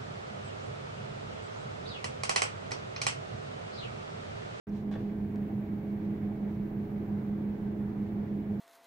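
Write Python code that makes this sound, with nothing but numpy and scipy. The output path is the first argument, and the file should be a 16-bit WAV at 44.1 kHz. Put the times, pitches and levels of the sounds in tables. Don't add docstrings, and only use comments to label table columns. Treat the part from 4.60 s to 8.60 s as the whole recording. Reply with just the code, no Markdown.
import sys
import numpy as np
from scipy import signal
from scipy.fft import rfft, irfft
from scipy.io import wavfile

SR = 44100
rng = np.random.default_rng(int(sys.argv[2]) if len(sys.argv) > 2 else 0)


def master(y):
    cut = np.clip(np.atleast_2d(y).T, -1, 1)
    pcm = np.round(cut * 32767)
    wavfile.write(sys.argv[1], SR, pcm.astype(np.int16))


N = 176400
TIME = np.arange(N) / SR


def from_db(db):
    return 10 ** (np.asarray(db) / 20)


def rms_one(x):
    return x / np.sqrt(np.mean(x ** 2) + 1e-20)


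def at_hz(points, hz):
    pitches, values = np.array(points).T
    return np.interp(np.log(hz), np.log(pitches), values)


def filtered(x, hz, kind, order=2):
    sections = signal.butter(order, np.clip(hz, 10, .45 * SR), kind, fs=SR, output="sos")
    return signal.sosfilt(sections, x + 1e-18)


def drift(rate_hz):
    r = np.exp(-80 * np.pi * rate_hz / SR)
    slow = signal.lfilter([1], [1, -2 * r, r * r], rng.standard_normal(N // 40 + 2002))[2000:]
    return np.interp(np.arange(N) / 40, np.arange(len(slow)), rms_one(slow))


def burst(start_s, rise_s, decay_s):
    rise = np.clip((TIME - start_s) / (rise_s + 1 / SR), 0, 1)
    return rise * np.exp(-np.maximum(TIME - start_s - rise_s, 0) / decay_s)


def motor(rate_hz, tones, wander=.0003, flutter_db=.7):
    swell_s = .135
    turns = rate_hz * (TIME - swell_s + wander * np.cumsum(drift(2)) / SR)
    return sum(np.sqrt(2) * from_db(db + flutter_db * drift(5)) * np.cos(2 * np.pi * multiple * turns)
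               for multiple, db in tones)


# multiple_of_mains, level_db
COMPRESSOR_TONES = [(2, -51.5), (4, -43.5), (11, -71)]
# multiple_of_blade_rate, level_db
MAIN_FAN_TONES = [(1, -36), (2, -51.5)]
# multiple_of_shaft_rate, level_db
SECOND_FAN_TONES = [(5, -53.5), (6, -52), (9, -50), (12, -68), (18, -65.5)]
# pitch_hz, level_db
MOTOR_WHINES = [(1553, -78), (2249, -80.5), (3447, -90), (3572, -94.5)]
def hum():
    mains_hz, blade_hz, shaft_hz = 50.05, 206.0, 36.01
    compressor = motor(mains_hz, COMPRESSOR_TONES)
    fans = motor(blade_hz, MAIN_FAN_TONES) + motor(shaft_hz, SECOND_FAN_TONES)
    whines = np.array([sum(motor(hz, [(1, db)], wander=.001, flutter_db=4) for hz, db in MOTOR_WHINES)
                       for ear in range(2)])
    return (compressor + fans + whines) * from_db([[-1.5], [1.5]])


# pitch_hz, relative_level_db
AIR_COLOUR = [(30, -12), (42, -12), (75, -9), (95, -2.5), (150, -0.5), (225, -5.5), (320, -6), (410, -12.5),
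              (435, -11), (465, -16.5), (600, -20), (780, -19.5), (1050, -26.5), (1300, -31), (1600, -30.5),
              (2200, -33), (2600, -39), (3400, -45), (4200, -47.5), (5000, -52), (6500, -54.5), (9000, -60),
              (12000, -54.5), (15000, -50)]
# pitch_hz, likeness
AIR_LIKENESS = [(230, 1.4), (400, 0.48), (600, 0.6), (1000, -0.05), (2000, 0), (12000, -0.06)]
# pitch_hz, left_minus_right_db
AIR_BALANCE = [(50, -3), (300, -0.5), (1000, -2.1), (3000, -1.2), (12000, 0.5)]
def air():
    hz = np.maximum(np.arange(N // 2 + 1) * SR / N, 1)
    shared, opposite = rfft(rng.standard_normal((2, N)))
    alike = np.clip(at_hz(AIR_LIKENESS, hz), -.98, .98)
    ears = np.array([[1], [-1]])
    spectrum = np.sqrt(1 + alike) * shared + np.sqrt(1 - alike) * opposite * ears
    spectrum *= from_db(at_hz(AIR_COLOUR, hz) + ears * at_hz(AIR_BALANCE, hz) / 2)
    octave = np.log2(hz / 20)
    bands = (irfft(spectrum * np.maximum(1 - abs(octave - k), 0), N) for k in range(11))
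    rush = sum(band * from_db(drift(10)) for band in bands)
    return from_db(-39.5) * rms_one(rush)


# start_s, level_db, rise_s, decay_s, low_edge_hz, high_edge_hz
RUSTLE_STROKES = [(.085, -67, 0.087, 0.039, 2810, 4250), (0.311, -56, .014, 0.016, 1100, 3000),
                  (.35, -64, 0.041, .1, 1100, 2500)]
def rustle():
    slips_per_s = 8000
    out = np.zeros((2, N))
    for start_s, db, rise_s, decay_s, low_hz, high_hz in RUSTLE_STROKES:
        slips = (rng.random((2, N)) < slips_per_s / SR) * rng.standard_normal((2, N))
        brushing = filtered(filtered(slips, high_hz, "low"), low_hz, "high")
        out += from_db(db) * burst(start_s, rise_s, decay_s) * rms_one(brushing)
    return out


def room_echo(x):
    fade_s = .3
    tail = filtered(rng.standard_normal((2, SR)), 6400, "low") * from_db(-60 * TIME[:SR] / fade_s)
    return signal.fftconvolve(x, tail / np.sqrt(np.sum(tail ** 2) / 2), axes=1)[:, :N]


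# start_s, peak_db, low_edge_hz, high_edge_hz
FAINT_CLICKS = [(.0865, -65, 5200, 6100), (.0945, -58, 5000, 6200), (.759, -48, 2000, 6200)]
def clicks():
    out = np.zeros(N)
    for start_s, db, low_hz, high_hz in FAINT_CLICKS:
        tick = filtered(signal.unit_impulse(N, int(start_s * SR)), [low_hz, high_hz], "band")
        out += from_db(db) * tick / np.max(abs(tick))
    return out


def ring(push, hz, fade_s):
    r = from_db(-60 / (fade_s * SR))
    step = 2 * np.pi * hz / SR
    return signal.lfilter([0, np.sin(step)], [1, -2 * r * np.cos(step), r * r], push + 1e-18)


# start_s, strength_db, brightness_hz, thud_db
KNOCK_TOUCHES = [(.3145, -39.5, 910, -48), (.326, -47.5, 3500, -56), (.339, -41, 2500, -49.5),
                 (.3547, -37, 1073, -43.5)]
# pitch_hz, relative_level_db
PANEL_NOTES = [(430, -11), (540, -9), (620, -7), (834, -11.5), (1130, -12), (1588, -7), (1825, -13.5),
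               (2186, -17), (3456, -10.5), (3935, -24)]
def knock():
    out = np.zeros(N)
    for start_s, db, bright_hz, thud_db in KNOCK_TOUCHES:
        push = filtered(signal.unit_impulse(N, int(start_s * SR)), bright_hz, "low", order=1)
        panel = sum((-1) ** k * from_db(note_db + rng.normal(0, 1)) * ring(push, hz, fade_s=.045)
                    for k, (hz, note_db) in enumerate(PANEL_NOTES))
        crack = rms_one(filtered(rng.standard_normal(N), [300, max(bright_hz, 500)], "band"))
        crack *= burst(start_s, 0, decay_s=.016)
        thud = rms_one(filtered(rng.standard_normal(N), [380, 920], "band"))
        thud *= burst(start_s, 0, decay_s=.0098)
        out += from_db(db) * (panel + from_db(-15) * crack) + from_db(thud_db) * thud
    return out


# start_s, end_s, level_db
WHISTLE_TIMES = [(.66, 1.7, -84.5), (1.95, 2.56, -82.5)]
def whistle():
    pitch_hz, fade_s = 14550, .06
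    hz = pitch_hz * (1 + .008 * drift(3) + .006 * drift(150))
    level = sum(from_db(db) * np.clip(np.minimum(TIME - start_s, end_s - TIME) / fade_s, 0, 1)
                for start_s, end_s, db in WHISTLE_TIMES)
    return np.sqrt(2) * level * np.sin(2 * np.pi * np.cumsum(hz) / SR)


def scene():
    settle = from_db(-2.5 * np.exp(-TIME / .3))
    machine = (hum() + air() + whistle()) * settle
    contacts = knock() + rustle()
    return machine + contacts + from_db(-6.5) * room_echo(contacts) + clicks()


def record(dry):
    start_s, cutoff_hz = .069, 15750
    opened = dry * np.clip((TIME - start_s) / .002, 0, 1)
    return signal.sosfilt(signal.ellip(12, .1, 80, cutoff_hz, fs=SR, output="sos"), opened)


dry = scene()
out = record(dry)
master(out)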